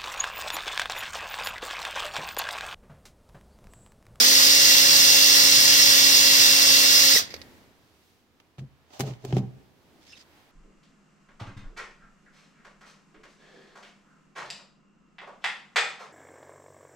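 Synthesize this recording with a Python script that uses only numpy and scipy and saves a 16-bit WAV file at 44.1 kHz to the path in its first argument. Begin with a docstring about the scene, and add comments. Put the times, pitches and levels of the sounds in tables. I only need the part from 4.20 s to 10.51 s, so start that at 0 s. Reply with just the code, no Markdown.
"""Cordless drill honing, then set down on a bench

A drill spins a hone in a metal valve body: shaft tones and pulsing noise slow down and squeal at the brake.
Laid on the steel bench, it clicks, knocks and scuffs, all bursts of noise; the bench rings at its own pitches.
Fingers then twist the hone out of its bore: grainy rasps and narrow noise squeaks.
A workshop hums softly as banded noise and answers with an echo of fading noise."""
import sys
import numpy as np
from scipy import signal
from scipy.fft import rfft, irfft, next_fast_len
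from scipy.io import wavfile
from scipy.ndimage import uniform_filter1d, map_coordinates

SR = 44100
rng = np.random.default_rng(int(sys.argv[2]) if len(sys.argv) > 2 else 0)


def output_pcm(signal):
    """Save a mono or channel-first signal as 16-bit PCM at the path in sys.argv[1].

    Samples are clipped to [-1, 1] before scaling.
    """
    pcm = np.clip(np.atleast_2d(signal).T, -1, 1) * 32767
    wavfile.write(sys.argv[1], SR, np.round(pcm).astype(np.int16))


N = 278403
T = np.arange(N) / SR  # time in s
BRAKE_S = 2.945  # the brake comes on
PORT_LAG_S = -.00036  # left arrival minus right: the drill is nearer the left microphone port
BOOM_HZ = 125  # lowest pitch of the bench top


def amp(db):
    """Decibels turned into a gain."""
    return 10 ** (np.asarray(db) / 20)


def unit(x):
    """x scaled to an average power of one."""
    return x / np.sqrt(np.mean(x ** 2) + 1e-20)


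def along(points, hz):
    """Columns of (Hz, value, ..) points, read off at hz on a log axis."""
    f, *cols = np.transpose(points)
    return np.array([np.interp(np.log(hz + 1), np.log(f + 1), c) for c in cols])


def wobble(rate):
    """A smooth random curve through rate knots a second."""
    coarse = T[::48]
    knots = rng.standard_normal(int(N * rate / SR) + 4)
    return np.interp(T, coarse, map_coordinates(knots, [coarse * rate]))


def swells(s, rise_s, fall_s, db, hold_s=0):
    """Gain of the loudest of several swells: straight in dB up to s, a hold, straight down."""
    # rise and fall are the times for 20 dB; their signs do not matter
    s, rise_s, fall_s, db, hold_s = [np.reshape(v, (-1, 1)) for v in (s, rise_s, fall_s, db, hold_s)]
    t = T[::16]
    rising = (s - t) / np.abs(rise_s)
    falling = np.maximum(t - s - hold_s, 0) / np.abs(fall_s)
    slope = np.where(t < s, rising, falling)
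    return np.interp(T, t, amp(np.max(db - 20 * slope, axis=0)))


def filtered(x, response):
    """x times a complex response of frequency."""
    m = next_fast_len(N + 8192, real=True)  # spare room for the ringing
    return irfft(rfft(x, m) * response(np.fft.rfftfreq(m, 1 / SR)), m)[..., :N]


def modes(table):
    """Response of (Hz, width Hz, dB) resonances that ring after a push, with alternating signs."""
    return lambda f: sum((-1) ** k * amp(db) * 1j * f * w / (c * c - f * f + 1j * f * w)
                         for k, (c, w, db) in enumerate(table))


def band(x, lo_hz, hi_hz):
    """One part of a smooth split; neighbouring parts add up in power."""
    return filtered(x, lambda hz: np.sqrt(1 / (1 + (hz / hi_hz) ** 6) - 1 / (1 + (hz / lo_hz) ** 6) + 1e-12))


def ports(table, lag, drive=1):
    """Noise at both ports: a shared part arriving with a lag and a part of each port's own."""
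    def response(hz, shared):
        left_db, right_db, alike = along(table, hz)
        alike = np.clip(alike, 0, 1)
        delay = np.exp(-1j * np.pi * hz * lag * np.array([[1], [-1]]))
        return amp([left_db, right_db]) * delay * np.sqrt(alike if shared else 1 - alike)

    both, left, right = rng.standard_normal((3, N)) * drive
    own = filtered(np.array([left, right]), lambda hz: response(hz, False))
    return filtered(both, lambda hz: response(hz, True)) + own


def patchy(x, db):
    """x with a random gain field, smooth over some 400 Hz and 40 ms."""
    z = signal.stft(x, nperseg=512)[2]
    field = uniform_filter1d(rng.standard_normal(z.shape[1:]), size=5, axis=0)
    field = uniform_filter1d(field, size=7, axis=1)
    return signal.istft(z * amp(db * unit(field)), nperseg=512)[1][:, :N]


def grit(points, spiky_db, rate):
    """Two channels of friction noise in uneven grains."""
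    grains = rng.standard_normal((2, N)) * amp(spiky_db * wobble(rate))
    return unit(filtered(grains, lambda hz: amp(along(points, hz))))


def drill():
    """Shaft tones, whirring noise, bench shake and brake squeal, faded layer by layer after the brake."""
    # gear growl, stone whirr, fan hiss, lower whine, upper whine, bench shake; extra is added at 0 s and dies
    # away, and the fall starts a hold after the brake: gain_db, extra_db, hold_s, fall_db_per_s
    layers = [(4, 2.5, 0.053, 270.5), (0.38, 0.5, .03, 288), (0, 1, 0.04, 500), (-.5, -24, 0.001, 900),
              (0, -6, 0.001, 900), (-32.5, -9.5, .04, 150)]
    # how hard the drill works: time_s, level_db (on top of the layer gains)
    load = [(0, -16.5), (.7, -16), (1.6, -16), (2.5, -16.5), (2.95, -17.5)]
    settle_s = 0.11  # time constant with which the extra dies
    growl_db, stone_db, fan_db, low_db, upper_db, shake_db = [
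        db + extra_db * np.exp(-T / settle_s) - fall * np.maximum(T - BRAKE_S - hold_s, 0)
        for db, extra_db, hold_s, fall in layers]
    whirr = amp(np.interp(T, *np.transpose(load)))
    speed, turn = shaft()
    noise = whirr * whirring(turn, growl_db, stone_db, fan_db)
    shaking = amp(shake_db) * whirr * bench_shake()
    return noise + motor_tones(speed, turn, low_db, upper_db) + shaking + brake_squeal()


def shaft():
    """Speed and angle of the shaft: it gathers the last of its speed, then slows exponentially at the brake."""
    # motor shaft under the changing drag, ahead of spin-up and braking: time_s, speed_turns_per_s
    drag_speed = [(0.3, 276.3), (0.49, 276.2), (0.58, 274.9), (0.67, 274.1), (0.76, 275.6), (0.9, 275.1),
                  (1.08, 275.6), (1.19, 274.3), (1.28, 275.0), (1.36, 274.5), (1.45, 275.1), (1.63, 274.6),
                  (1.71, 273.8), (1.85, 274.5), (1.97, 275.6), (2.15, 273.7), (2.32, 273.3), (2.41, 273.7),
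                  (2.5, 273.4), (2.63, 274.1), (2.74, 275.9), (2.84, 274.6), (2.93, 275.2)]
    missing_share, spin_up_s, slow_s = .134, .078, .07  # speed missing at 0 s; two time constants
    speed = np.interp(T, *np.transpose(drag_speed))
    speed = speed * (1 - missing_share * np.exp(-T / spin_up_s))
    speed = speed * np.exp(-np.maximum(T - BRAKE_S, 0) / slow_s)
    turn = 2 * np.pi * np.cumsum(speed * (1 + .0007 * wobble(20))) / SR
    return speed, turn


def whirring(turn, growl_db, stone_db, fan_db):
    """Gear, stone and fan noise that pulses once a turn and is coloured by the drill casing."""
    # noise colour, only its shape counts: pitch_hz, left_db_per_hz, right_db_per_hz, left_right_likeness (0-1)
    colour = [(40.0, -95.5, -89, 0.41), (186, -69.5, -74.5, 1), (480.0, -66.5, -65, 0.93),
              (1200, -63.5, -67.5, 0.72), (1940, -59.5, -62.5, 0.72), (2150.0, -60, -78, 0.43),
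              (3150, -55, -52.5, 0.17), (4670, -51.5, -46.5, 0.48), (6420, -55.5, -51.5, 0.78),
              (7430, -58.5, -60, 0.21), (9500.0, -60, -71.5, 0.21), (11350, -62, -73, 0.51),
              (13800, -54, -70.5, 0.15), (15500.0, -58, -81, 0.092)]
    # resonances of the drill casing: pitch_hz, width_hz, level_db
    casing = [(1990, 220, 2), (3470, 180, -4.5), (5100, 810, -4)]
    # the hone drags unevenly as the chuck goes round
    drive = (1 + .11 * np.cos(turn)) * amp(.4 * wobble(12) + 0.39 * wobble(200))
    noise = patchy(ports(colour, PORT_LAG_S, drive), db=1.0)
    noise = unit(filtered(noise, lambda hz: 1 + abs(modes(casing)(hz))))
    growl, stone, fan = band(noise, 1, 1500), band(noise, 1500, 8500), band(noise, 8500, 30000)
    return amp(growl_db) * growl + amp(stone_db) * stone + amp(fan_db) * fan


def motor_tones(speed, turn, low_db, upper_db):
    """Sine tones at whole multiples of the shaft speed, each a little unsteady in level and phase."""
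    # tones of the motor, ahead of the layer gains: multiple_of_shaft, left_db, right_db
    orders = [(1, -38, -44), (2, -38, -43), (3, -53, -61), (4, -44, -44), (5, -44, -44), (7, -42, -55),
              (8, -38, -46), (9, -48, -49), (10, -30, -31), (11, -47, -46), (12, -46, -70), (13, -40, -35),
              (15, -42, -31), (16, -47, -39), (17, -38, -32), (18, -39, -70), (20, -33, -27),
              (22, -59, -41), (24, -48, -64), (25, -55, -44), (30, -43, -53), (50, -45, -68)]
    upper_order, still_s = 12, 3.12  # the upper whine lies above this multiple; the shaft is silent from here
    tones, run = np.zeros((2, N)), T < still_s
    for k, left_db, right_db in orders:
        lag = np.pi * k * speed[run] * PORT_LAG_S * np.array([[-1], [1]])
        unsteady = .15 if k % 10 == 0 else min(.05 * k, .5)  # the slot tones (each tenth) are steadier
        rough = unsteady * wobble(40)[run]
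        layer_db = upper_db if k > upper_order else low_db
        # the two lowest tones skip the layer's fades until just after the brake
        layer_db = np.where((k < 3) & (T < 2.965), 0, layer_db)
        gain_db = min(.6 + 0.064 * k, 2.5) * wobble(9) + layer_db
        phase = k * turn[run] + lag + rough + rng.uniform(0, 2 * np.pi)
        tones[:, run] += amp([[left_db], [right_db]] + gain_db[run]) * np.sin(phase)
    return np.sqrt(2) * tones


def bench_shake():
    """The running drill shakes the bench at its lowest mode: noise through one resonance, twice."""
    shake = rng.standard_normal((2, N)) + 1.2 * rng.standard_normal(N)
    return unit(filtered(shake, lambda hz: modes([(BOOM_HZ, 55, 0)])(hz) ** 2))


def brake_squeal():
    """A brief sine swell at the brake whose pitch drops steeply."""
    # brake squeal, one row: peak_s, rise_s and fall_s (for 20 dB, sign ignored), level_db
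    squeal_swell = (2.973, -0.03, 0.0047, -20)
    peak_hz, drop_hz_per_s = 1875, 20000
    hz = np.clip(peak_hz - drop_hz_per_s * (T - squeal_swell[0]), 1600, 2150)
    return swells(*squeal_swell) * np.sin(2 * np.pi * np.cumsum(hz) / SR)


def clicks():
    """Short bursts that ring the chuck, each with a small thud."""
    # brake catch, trigger and chuck settling: start_s, burst_db, thud_db (both relative), fall_60_db_s
    click_list = [(2.962, -40, -30, 0.03), (3.1042, -37, -54, 0.18), (3.1403, -27.5, -37.5, 0.053),
                  (3.1635, -37, -47, 0.03), (3.2158, -33.5, -51, 0.036)]
    # resonances of the chuck: pitch_hz, width_hz, level_db
    chuck = [(2080, 470, -1), (4100, 1100, -2), (4850, 580, 3.5), (6300, 1200, -9.5), (13100, 3300, -21.5)]
    burst, push = np.zeros((2, N)), np.zeros(N)
    for s, db, thud_db, t60 in click_list:
        burst += amp(db + 5.5 - 60 * np.abs(T - s) / t60) * (T >= s) * rng.standard_normal((2, N))
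        push[round(s * SR)] = amp(thud_db + 43.5)
    thud = filtered(push, modes([(463, 130, 0)]))
    return filtered(burst, modes(chuck)) * amp([[-2.5], [2.5]]) + thud


def knocks():
    """Each contact: a burst of noise in a crack and an edge band and a push into the panels."""
    # drill meets bench: start_s, crack_db, thud_db (both relative), edge_over_crack_db, left_over_right_db
    contacts = [(4.039, -65.5, -60, -18, -4), (4.2007, -41, -69, -9.5, -2), (4.3822, -39, -35, -18, -4),
                (4.393, -35.5, -54, -12, 5), (4.7052, -47, -44, -12, -5.5), (4.7348, -39, -43, -9, 2),
                (4.7944, -29, -26, 6, -4), (4.7981, -25, -12.5, 5, 4), (4.8057, -17.5, -16.5, 2, -0.5),
                (4.8358, -35, -20, -4, -3), (4.8754, -40, -43, -12, -3.5), (4.909, -37, -35, -16, -1),
                (4.936, -37, -52, -20, -4), (5.0415, -45, -34, -2, 4), (5.0494, -30.5, -20.5, 3.5, -4),
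                (5.1067, -35, -32, -16, -4), (5.1254, -25.5, -12.5, -28, 2), (5.1673, -26, -8, -7, 1),
                (5.183, -29.5, -39, -13, 0), (5.4116, -65, -53, -20, -2.5)]
    # colour of the crack: pitch_hz, level_db
    crack_colour = [(900, -1), (1500, -4), (2300, -3.5), (3200, -4.5), (5000, -11.5)]
    # colour of the sharp edge: pitch_hz, level_db
    edge_colour = [(4000, -8), (6500, 1), (9500, -7), (13500, -6.5), (16000, -6)]
    crack_t60_s, hard_db, longer_s_per_db = 0.032, -33, .0015  # blows above hard_db last longer
    crack, edge, push = np.zeros((2, N + SR)), np.zeros((2, N + SR)), np.zeros(N)
    t = np.arange(SR // 5) / SR
    for s, db, thud_db, edge_db, pan_db in contacts:
        i = round(s * SR)
        t60 = crack_t60_s + longer_s_per_db * max(db - hard_db, 0)
        level_db = db - 60 * t / t60 + np.array([[.5], [-.5]]) * pan_db
        burst = amp(level_db) * rng.standard_normal((2, len(t)))
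        crack[:, i:i + len(t)] += burst
        edge[:, i:i + len(t)] += amp(edge_db) * burst
        push[i] = amp(thud_db + 30)
    crack = filtered(crack[:, :N], lambda hz: amp(along(crack_colour, hz) + 1)
                     / (1 + (hz / 6000) ** 6) / (1 + (500 / (hz + 1)) ** 4))
    edge = filtered(edge[:, :N], lambda hz: amp(along(edge_colour, hz) - 10) / (1 + (3000 / (hz + 1)) ** 6))
    return crack + edge + panels(push)


def panels(x):
    """The bench panels ring at their own pitches and are dull towards the top."""
    # bench panels: pitch_hz, width_hz, level_db
    panel_modes = [(253, 35.5, 1), (383, 54, 4), (767, 87, -3.5), (1260, 200, -23)]
    return filtered(x, lambda hz: modes(panel_modes)(hz) / (1 + 1j * hz / 1200) ** 2)


def bench():
    """The top booms near one pitch, its panels rattle and its legs shudder while the drill rocks on it."""
    # the drill rocks: start_s, hold_s, boom_db, rattle_db, shudder_db
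    rocking = [(4.389, 0.045, -39, -65, -54), (4.805, 0.043, -30.5, -39.5, -49),
               (4.864, 0.023, -33.5, -38.5, -55), (4.904, 0.015, -34, -47, -56),
               (5.043, 0.017, -42, -42, -54), (5.085, 0.039, -35.5, -55, -54),
               (5.135, 0.057, -21.5, -43, -48), (5.209, 0.031, -31.5, -44.5, -53),
               (5.267, .02, -40.5, -58, -58), (5.328, .04, -53, -62.5, -61)]
    rise_s, boom_fall_s, rattle_fall_s, shudder_fall_s = 0.01, 0.052, 0.04, 0.14  # each for 20 dB
    s, hold_s, boom_db, rattle_db, shudder_db = np.transpose(rocking)
    boom = np.sin(2 * np.pi * np.cumsum(BOOM_HZ * (1 + 0.0505 * wobble(30))) / SR)
    blur = unit(filtered(rng.standard_normal(N), lambda hz: modes([(150, 110, 0)])(hz) ** 2))
    boom = unit(boom + 0.44 * blur)
    rattle = unit(panels(rng.standard_normal(N) * amp(2 * wobble(80))))
    shudder = rng.standard_normal((2, N)) + rng.standard_normal(N)
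    shudder = unit(filtered(shudder, lambda hz: modes([(62, 50, 0)])(hz) ** 2))
    parts = [(boom_fall_s, boom_db, boom), (rattle_fall_s, rattle_db, rattle),
             (shudder_fall_s, shudder_db, shudder)]
    return sum(swells(s, rise_s, fall_s, db, hold_s) * part for fall_s, db, part in parts)


def rubbing():
    """Friction noise, a little to the right: the drill scuffs over the bench, the hone rasps and squeaks."""
    return (scuffs() + rasps() + squeaks()) * amp([[-1.5], [1.5]])


def scuffs():
    """The drill slides on the bench: swells of even friction noise."""
    # slides, ahead of the panning: peak_s, rise_s and fall_s (for 20 dB), level_db
    slides = [(4.386, 0, 0.04, -52), (4.74, .045, .25, -49), (4.82, .01, .05, -44),
              (4.876, .08, .09, -43.5), (5.09, .12, .2, -50.5), (5.15, .05, .06, -47),
              (5.182, 0.05, 0.03, -42)]
    # colour of the scuffing, only its shape counts: pitch_hz, level_db_per_hz
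    scuff_colour = [(350, -33), (600, -0.5), (748, -7), (970, -11.5), (1900, -21), (2910, -15.5),
                    (6290, -18), (10200, -35), (16000, -32)]
    return swells(*np.transpose(slides)) * grit(scuff_colour, spiky_db=0.0, rate=200)


def rasps():
    """The hone rasps in its bore as it is twisted: swells of grainy friction noise."""
    # twists, ahead of the panning: start_s, hold_s, level_db
    twists = [(5.82, .045, -62), (5.875, .07, -55.5), (5.968, .012, -53.5), (5.99, .035, -54)]
    # colour of the rasp, only its shape counts: pitch_hz, level_db_per_hz
    rasp_colour = [(590, -43), (1000, -19), (1450, -13), (1710, -11), (2010, -9), (4410, -8), (5250, -7.5),
                   (16000, -37.5)]
    s, hold_s, db = np.transpose(twists)
    return swells(s, .03, .014, db, hold_s) * grit(rasp_colour, spiky_db=3, rate=410)


def squeaks():
    """The hone squeaks: one grainy noise through a narrow resonance for each squeak."""
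    # squeaks, ahead of the panning: start_s, hold_s, pitch_hz, level_db
    squeak_list = [(5.815, 0.016, 3400, -71), (5.885, .035, 6300, -66), (5.885, 0.05, 3600, -63),
                   (5.887, .04, 5200, -55), (5.892, 0.016, 1800, -65.5), (5.929, .008, 5170, -55),
                   (5.932, 0.01, 2670, -47.5), (5.956, .012, 3700, -60), (5.986, 0.031, 5000, -60)]
    rise_s, fall_s, width_share = .006, 0.015, .07  # times for 20 dB; width as a share of the pitch
    out = np.zeros(N)
    grains = rng.standard_normal(N) * amp(3.4 * wobble(150))
    for s, hold_s, hz, db in squeak_list:
        narrow = unit(filtered(grains, lambda f: modes([(hz, width_share * hz, 0)])(f) ** 2))
        out += swells(s, rise_s, fall_s, db, hold_s) * narrow
    return out


def shop():
    """The background noise in three bands; its rumble, rustle and hiss rise when someone moves."""
    # workshop colour, shape within each band: pitch_hz, left_db_per_hz, right_db_per_hz, likeness (0-1)
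    shop_colour = [(40.3, -89, -95.5, 0.37), (80, -87.5, -77.5, 0.82), (151, -84, -85, 0.39),
                   (292, -83, -83.5, 0.78), (749, -99.4, -93.5, 0.9), (1380, -101.0, -100.5, 0.18),
                   (3000, -107.1, -105.8, 0.092), (4900, -110.0, -107.4, 0.2002),
                   (7900, -113.3, -114.5, 0.27), (12000, -116.2, -118.5, 0.34),
                   (15500, -117.2, -120.0, 0.35)]
    # colour that the ports give to far sound: pitch_hz, level_db
    port_colour = [(6000, -2), (10000, -3.5), (13000, 0.5), (16000, -0.5)]
    # background levels: time_s, rumble_db, rustle_db, hiss_db
    air_levels = [(3.2, -51.5, -69, -59.5), (3.5, -61, -68.5, -69), (3.9, -66.5, -74, -67.5),
                  (4.08, -67.5, -75, -75), (4.65, -67, -71, -75), (5.45, -65.5, -72, -71.5),
                  (5.78, -60.5, -71, -70.5), (6.05, -63, -69, -70), (6.17, -64.5, -64, -68),
                  (6.31, -64, -66.5, -70)]
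    s, *levels = np.transpose(air_levels)
    air = filtered(ports(shop_colour, 0), lambda hz: amp(along(port_colour, hz))) * amp(.8 * wobble(7.6))
    parts = band(air, 1, 1000), band(air, 1000, 3000), band(air, 3000, 30000)
    return sum(amp(np.interp(T, s, db)) * unit(part) for db, part in zip(levels, parts))


def echo(x):
    """The room's answer: x smeared by noise in which each frequency dies at its own speed."""
    # how fast the room falls silent: pitch_hz, fall_60_db_s
    room_decay = [(150, 0.7), (700, 1.1), (2000, 1.1), (5000, 0.3), (14000, 0.25)]
    hz, t, z = signal.stft(rng.standard_normal((2, SR)), SR, nperseg=256)
    tail = signal.istft(z * amp(-60 * t / along(room_decay, hz).T), SR, nperseg=256)[1]
    return signal.fftconvolve(x, tail / np.linalg.norm(tail[0]), axes=1)[:, :N]


def scene():
    """The drill and the handling sounds, each with its echo, over the workshop."""
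    motor = drill()
    near = clicks() + knocks() + rubbing() + bench()
    return motor + amp(-24.5) * echo(motor) + near + amp(-20.5) * echo(near) + shop()


def record(dry):
    """The input stage rounds off the highest peaks; next to nothing is kept above the band limit."""
    top_hz = 15900
    soft = dry / (1 + np.abs(dry / .95) ** 6) ** (1 / 6)
    return filtered(soft, lambda hz: 1 / (1 + (hz / top_hz) ** 300))


dry = scene()
out = record(dry)
output_pcm(out)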